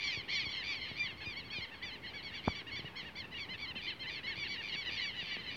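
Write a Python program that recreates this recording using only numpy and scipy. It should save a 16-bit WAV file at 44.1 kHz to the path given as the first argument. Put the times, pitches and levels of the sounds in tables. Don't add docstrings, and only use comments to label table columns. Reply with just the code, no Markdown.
import sys
import numpy as np
from scipy import signal
from scipy.io import wavfile
from scipy.ndimage import uniform_filter1d

SR = 44100
rng = np.random.default_rng(int(sys.argv[2]) if len(sys.argv) > 2 else 0)


def bounce(signal):
    frames = np.transpose(np.atleast_2d(signal))
    limited = np.clip(frames, -1, 1)
    pcm = np.round(limited * 32767).astype(np.int16)
    wavfile.write(sys.argv[1], SR, pcm)


def attenuation_scalar(level_db):
    decades = np.asarray(level_db, float) / 20
    return 10 ** decades


N = 245195


def evened(x):
    return x / np.sqrt(np.mean(x ** 2) + 1e-20)


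def read(points, hz):
    f, value = np.transpose(points)
    return np.interp(np.log(hz + 1), np.log(f + 1), value)


def add(mix, s, sound):
    at = round(s * SR)
    sound = sound[max(-at, 0):]
    part = mix[max(at, 0):][:len(sound)]
    part += sound[:len(part)]


# pitch_hz, level_db
THROAT_COLOUR = [(700, -29), (1200, -24.5), (1600, -5.5), (2000, -5.5), (2400, 1), (3000, 0), (3600, -6),
                 (4400, -2), (4900, -10.5), (5500, -9), (6200, -15.5), (7200, -25.5), (9000, -54),
                 (12000, -58)]
# time_s, level_db
FOLIAGE_SHADE = [(0, -5.5), (.6, -8.5), (1.2, -10), (2, -10.5), (2.6, -6.5), (3.3, -6.5), (3.8, -15),
                 (4.2, -9), (4.8, -8), (5.56, -11)]


def chirp(top_s, top_hz, rise, fall, db, warble_s, third_db, higher_db, luck):
    t = np.arange(-rise, fall, 1 / SR)
    rising = t < 0
    away = np.where(rising, -t / rise, t / fall)

    plain = warble_s < -rise
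    climb = 0.14 * away ** 2.5 if plain else 0.17 * away ** 3
    sliding = warble_s > 0.018 or (fall > 0.086 and db < -30)
    if sliding:
        drop = 0.17 * away ** 1.5
    else:
        drop = 0.2 * away ** (2 if plain else 2.5)

    warble_hz, warble_dip_share, warble_dip_db = 102, 0.18, 12
    warbling = np.clip((warble_s - t) / 0.005, 0, 1)
    beats = warble_hz * (1 + 0.0426 * luck) * (t - warble_s)
    dip = warbling * np.sin(np.pi * beats) ** 4
    hz = top_hz * (1 - np.where(rising, climb, drop))
    hz = hz * (1 + warble_dip_share * (0.258 * warbling - dip))
    unsteady_breath = evened(uniform_filter1d(rng.standard_normal(len(t)), 150))
    hz = hz * (1 + 0.0036 * unsteady_breath)
    turns = np.cumsum(hz) / SR

    order = np.arange(1, 8)[:, None]
    colour_db = read(THROAT_COLOUR, order * hz) + third_db * (order == 3) + higher_db * (order > 3)
    shade_db = np.interp(top_s, *np.transpose(FOLIAGE_SHADE))
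    colour_db = colour_db + shade_db * (order > 4) - 4 * (order > 5)
    colour_db = colour_db - 2.34 * order * away ** 2

    knots = rng.standard_normal((7, len(t) // 500 + 2))
    knot_time = np.arange(len(t)) / 500
    flicker = np.array([np.interp(knot_time, np.arange(len(k)), k) for k in knots])
    colour_db = colour_db + 2.5 * flicker
    voice = (attenuation_scalar(colour_db) * np.sin(2 * np.pi * order * turns)).sum(0)

    onset = np.clip((t + rise) / 0.003, 0, 1)
    release = np.clip((fall - t) / 0.004, 0, 1)
    swell = np.where(rising, 1 - 0.043 * away ** 2, (1 - away ** 2.1) ** 0.068)
    effort = onset * swell * attenuation_scalar(-warble_dip_db * dip) * release
    core_rms = np.sqrt(np.mean(voice[away < 0.6] ** 2))
    return top_s - rise, attenuation_scalar(db) * voice / core_rms * effort


# top_s, top_pitch_hz, rise_s, fall_s, level_db
LONG_WARBLES = [(0.074, 1063, 0.06, 0.081, -40), (0.335, 1058, 0.054, 0.061, -38),
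                (0.357, 1143, 0.078, 0.083, -37), (0.572, 1055, 0.058, 0.063, -41),
                (0.683, 1163, 0.061, 0.079, -39.5), (0.83, 1071, 0.048, 0.12, -48.5),
                (2.25, 1117, 0.029, 0.059, -46), (3.407, 1144, 0.043, 0.052, -43),
                (3.625, 1144, 0.051, 0.044, -42.5), (4.402, 1160, 0.052, 0.068, -40.5),
                (4.874, 987, 0.026, 0.029, -38.5), (5.021, 990, 0.06, 0.046, -39.5),
                (5.18, 974, 0.041, 0.057, -41.5), (5.479, 1010, 0.03, 0.043, -43.5)]
BRIEF_WARBLES = [(0.058, 1153, 0.091, 0.056, -37.5), (0.135, 1164, 0.04, 0.088, -44),
                 (2.499, 1151, 0.07, 0.047, -43.5), (4.512, 1142, 0.047, 0.066, -42),
                 (1.014, 1192, 0.058, 0.068, -38), (1.273, 1218, 0.036, 0.076, -44),
                 (1.568, 1220, 0.045, 0.05, -43.5), (4.786, 1136, 0.059, 0.061, -42),
                 (5.056, 1148, 0.062, 0.062, -40.5), (5.315, 1159, 0.06, 0.063, -44.5)]
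EXCITED_TRILLS = [(0.123, 1225, 0.032, 0.098, -42.5), (0.41, 1196, 0.03, 0.1, -40.5),
                  (0.712, 1208, 0.055, 0.094, -42.5), (3.844, 1158, 0.038, 0.1, -42.5),
                  (4.119, 1158, 0.037, 0.082, -42), (4.65, 1159, 0.038, 0.11, -42),
                  (4.93, 1155, 0.039, 0.1, -40), (5.235, 1150, 0.045, 0.1, -45),
                  (5.533, 1165, 0.041, 0.09, -45)]
# start_s, top_pitch_hz, length_s, level_db, facing_brightness_db
HIGH_CHIRPS = [(0.482, 1147, 0.079, -44.5, 5), (0.876, 1114, 0.067, -50.5, -2),
               (1.164, 1107, 0.062, -54.5, -6), (1.5, 1120, .112, -46, 7), (1.729, 1098, 0.095, -57.5, -3),
               (1.823, 1189, 0.097, -46.5, 7), (2.016, 1090, 0.085, -54, -4),
               (2.132, 1140, 0.085, -47.5, -1), (2.335, 1162, 0.071, -45.5, 4.5),
               (2.544, 1160, .079, -45, -1), (2.71, 1107, 0.078, -44.5, -7.5),
               (2.75, 1170, 0.063, -44, -0.5), (4.26, 1104, .09, -41.5, -4),
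               (2.954, 1082, 0.073, -45, -4.5), (2.955, 1114, .089, -52.5, -1),
               (3.153, 1160, 0.0713, -46.6, -0.5)]
MIDDLE_CHIRPS = [(0.797, 1048, 0.085, -45.5, -4), (0.92, 1065, .068, -56, 3), (1.201, 1080, 0.074, -49, -1),
                 (1.607, 1074, 0.052, -43, -3.5), (1.914, 1040, 0.055, -48, 0),
                 (2.034, 995, 0.041, -47, -11.5), (2.06, 1063, 0.054, -48.5, 4),
                 (3.311, 1010, 0.037, -48.5, -8), (3.667, 1040, 0.058, -44.5, -1),
                 (3.751, 1049, .068, -45, 4), (3.992, 1062, .072, -44.5, -1),
                 (4.23, 1008, 0.051, -44.5, -3), (4.497, 1028, .075, -47, -2), (4.673, 1006, 0.039, -49, 4),
                 (5.426, 1059, 0.023, -49, 4.5)]
LOW_PIPS = [(0.559, 970, 0.053, -56, 14), (1.07, 952, .054, -48, -1), (1.203, 877, .039, -49.5, -5),
            (1.518, 873.6, .039, -47.5, -2), (1.857, 862.4, 0.058, -56, -2), (2.133, 860, 0.041, -55, -15),
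            (2.593, 820, 0.032, -55, -4), (2.665, 950, .044, -47, -5), (2.848, 979, .044, -46.5, -5),
            (2.923, 845, 0.092, -60, -8), (3.234, 912, .028, -49, -5.5), (3.339, 960, 0.079, -46.5, 0.5),
            (3.532, 885, 0.02, -46.5, -1), (3.749, 904, 0.047, -46, 0), (3.89, 896, .045, -48.5, -5),
            (4.028, 900, 0.041, -48.5, -4), (2.76, 837, .045, -57, -10), (4.16, 905, .057, -49, -5),
            (4.436, 946, 0.046, -44.5, -3.5), (4.717, 969, .051, -40.5, 2), (5.309, 997, .065, -44, -3)]
LAZY_CHIRPS = [(1.015, 1018, 0.0715, -47.5, -20), (1.354, 1119, 0.065, -44, -2),
               (1.432, 1118, 0.072, -54, -1), (1.625, 1125, 0.056, -54.5, -8),
               (1.708, 918, 0.049, -50.5, -6), (1.815, 1020, 0.054, -45, -10),
               (2.296, 1090, 0.062, -55, -11.5), (2.313, 953, 0.062, -50, -6),
               (3.045, 947, 0.057, -49, -8.5), (3.17, 1081, .065, -46.5, -5),
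               (3.486, 1039, 0.08, -44, -4.5), (3.863, 1040, 0.054, -40.5, -2),
               (4.055, 1030, 0.06, -42.5, -6.5), (4.285, 918, 0.06, -47, -10.5),
               (4.562, 952, 0.065, -44, -4), (5.371, 1035, 0.062, -47, -1)]
# top_pitch_hz, lean_db
LOW_VOICE_LEAN = [(880, 3.5), (1030, 0.17)]


def covey():
    third_db, higher_db = -1.5, 0
    calls = []
    for row in LONG_WARBLES:
        lean_db = read(LOW_VOICE_LEAN, row[1])
        calls.append((*row, -0.002, third_db + lean_db, higher_db - lean_db))
    for row in BRIEF_WARBLES:
        calls.append((*row, -0.017, third_db, higher_db))
    for row in EXCITED_TRILLS:
        warble_end_s = 0.0202 + 0.2466 * row[3]
        calls.append((*row, warble_end_s, -1, 0.5))

    # calls, fixed rise in s, rise as a share of length
    voices = [(HIGH_CHIRPS, 0.0222, 0), (MIDDLE_CHIRPS, 0.0218, 0),
              (LOW_PIPS, 0.0174, 0), (LAZY_CHIRPS, 0, 0.454)]
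    for table, rise_s, share in voices:
        for s, hz, length, db, bright_db in table:
            rise = rise_s + share * length
            fall = max(length - rise, 0.008)
            lean_db = read(LOW_VOICE_LEAN, hz)
            calls.append((s + rise, hz, rise, fall, db, -1, bright_db + lean_db, bright_db - lean_db))

    out = np.zeros(N)
    for call, luck in zip(calls, rng.standard_normal(len(calls))):
        add(out, *chirp(*call, luck))
    return out


def scatter(x, t60):
    t = np.arange(SR // 2) / SR
    taps = rng.choice([-1., 1.], len(t)) * (rng.random(len(t)) < 0.05)
    taps = taps * attenuation_scalar(-60 * t / t60) * (t > 0.004)
    taps = signal.lfilter([1], [1, -0.5], taps)
    return signal.fftconvolve(x, taps / np.linalg.norm(taps))[:N]


# time_s, leaf_echoes_db, far_chorus_db
BUSH = [(0, -4, 7), (.5, 3, 1), (1.101, 4, 3), (1.6, -5, -1.5), (2.3, 4, 0.5), (3, -0.5, 1),
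        (3.7, -3, -7.5), (4.3, 1.5, -0.5), (5, 1, 4), (5.56, 4, 5.5)]


def thicket(column):
    rows = np.transpose(BUSH)
    return attenuation_scalar(np.interp(np.arange(N) / SR, rows[0], np.minimum(rows[column], 2)))


def far_birds(near, count=160):
    out = np.zeros(N)
    for k, u, luck in zip(range(count), rng.random((count, 4)), rng.standard_normal(count)):
        top_s = (k + 2 * u[0]) / count * N / SR
        top_hz, fall = 890 + 300 * u[1], 0.04076 + 0.06 * u[2]
        add(out, *chirp(top_s, top_hz, 0.045, fall, -6 * u[3], 0.01487, -1.2, -5.5, luck))

    memory_s, joins_db, slope = 0.015, -46, 1.15
    keep = np.exp(-1 / (memory_s * SR))
    start = -keep ** 2 * near[:2000].var()
    state = [near[:2000].var(), start]
    heard = signal.lfilter([(1 - keep) ** 2], [1, -2 * keep, keep ** 2], near ** 2, zi=state)[0]
    heard_db = 10 * np.log10(heard + 1e-7)
    blurred = evened(3.0 * evened(out) + evened(scatter(out, 0.088)))
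    return blurred * attenuation_scalar(-53 + slope * np.minimum(heard_db - joins_db, 0))


def ring(db, hz, t60, sag=0):
    t = np.arange(SR // 5) / SR
    turns = hz * (t + sag * 0.0022 * (1 - np.exp(-t / 0.00075)))
    soft_start = 1 - np.exp(-t / 0.00061)
    return attenuation_scalar(db - 60 * t / t60) * np.sin(2 * np.pi * turns) * soft_start


# time_s, peak_db, ring_hz
FINGER_BUMPS = [(0.173, -33, 100), (0.466, -34.5, 91.5), (0.914, -34.5, 109), (1.041, -39, 79),
                (1.127, -39, 114), (1.27, -34.5, 85), (1.584, -34, 120), (1.758, -49, 61.9),
                (2.793, -35.5, 114), (2.845, -35.5, 121), (3.03, -39.5, 110), (3.492, -40, 82),
                (3.757, -39.5, 220), (4.377, -43, 145), (4.749, -37.5, 172), (4.892, -40.5, 187),
                (5.227, -38.5, 160), (5.367, -37, 220)]
# time_s, peak_db, ring_hz, t60_s, direction (sign)
HARD_KNOCK = [
    (2.4759, -20.5, 230, 0.021, -1),
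    (2.4806, -9.5, 820, 0.0038, 1),
    (2.4806, -48, 6700, 0.0046, 1),
    (2.474, -31.5, 1530, 0.0049, 1),
    (2.4793, -38, 90, 0.062, 1),
    (2.4928, -38, 1370, 0.0065, 1),
    (2.497, -46, 170, 0.037, -1),
]


def handling():
    out = np.zeros(N)
    for s, db, hz in FINGER_BUMPS:
        add(out, s, ring(db + 0.5, hz, 0.036, sag=2.58))
    for s, db, hz, t60, direction in HARD_KNOCK:
        add(out, s, np.sign(direction) * ring(db + 6.0, hz, t60))
    return out


# start_s, length_s, from_hz, to_hz, buzz_hz, level_db
SONG_NOTE = (0, .15, 6620, 6640, 350, -73)


def songbird():
    s, length, from_hz, to_hz, buzz_hz, db = SONG_NOTE
    t, out = np.arange(0, length, 1 / SR), np.zeros(N)
    turns = np.cumsum(from_hz + (to_hz - from_hz) * t / length) / SR
    buzz = 1.2 * np.sin(2 * np.pi * buzz_hz * t)
    add(out, s, attenuation_scalar(db) * np.sin(np.pi * t / length) * np.sin(2 * np.pi * turns + buzz))
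    return out


# pitch_hz, density_db (per Hz)
AIR_COLOUR = [(40, -3.5), (60, 2.5), (150, -1), (400, -5), (700, -12.5), (870, -7.5), (980, -10.5),
              (1100, -9), (1300, -13), (2500, -12), (5000, -27.5), (7000, -38), (9000, -38.5),
              (16000, -39.5)]


def air():
    frames, hz = N // 256 + 5, np.fft.rfftfreq(1024, 1 / SR)
    a, b, patches = rng.standard_normal((frames, 513, 3)).T
    patches = evened(uniform_filter1d(uniform_filter1d(patches, 10, 0), 12, 1))
    gusts = evened(uniform_filter1d(rng.standard_normal(frames), 5))
    bass = 1 / (1 + (hz[:, None] / 500) ** 2)
    field_db = read(AIR_COLOUR, hz)[:, None] + 0.83 * patches + 0.48 * gusts * bass
    noise = signal.istft((a + 1j * b) * attenuation_scalar(field_db), nperseg=1024, noverlap=768)[1][:N]
    return attenuation_scalar(-53.5) * evened(noise)


def scene():
    near = covey()
    leaves = attenuation_scalar(-16) * scatter(near, 0.05) + attenuation_scalar(-28.5) * scatter(near, 0.7)
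    birds = near + thicket(column=1) * leaves + thicket(column=2) * far_birds(near)
    mono = birds + songbird() + air() + handling()
    return np.array([mono, mono])


def band_limit(x):
    return signal.sosfilt(signal.butter(12, 16360, fs=SR, output="sos"), x)


def record(dry):
    cut = signal.sosfilt(signal.butter(6, 48, "high", fs=SR, output="sos"), dry)
    return band_limit(cut - 0.0006)


dry = scene()
out = record(dry)
bounce(out)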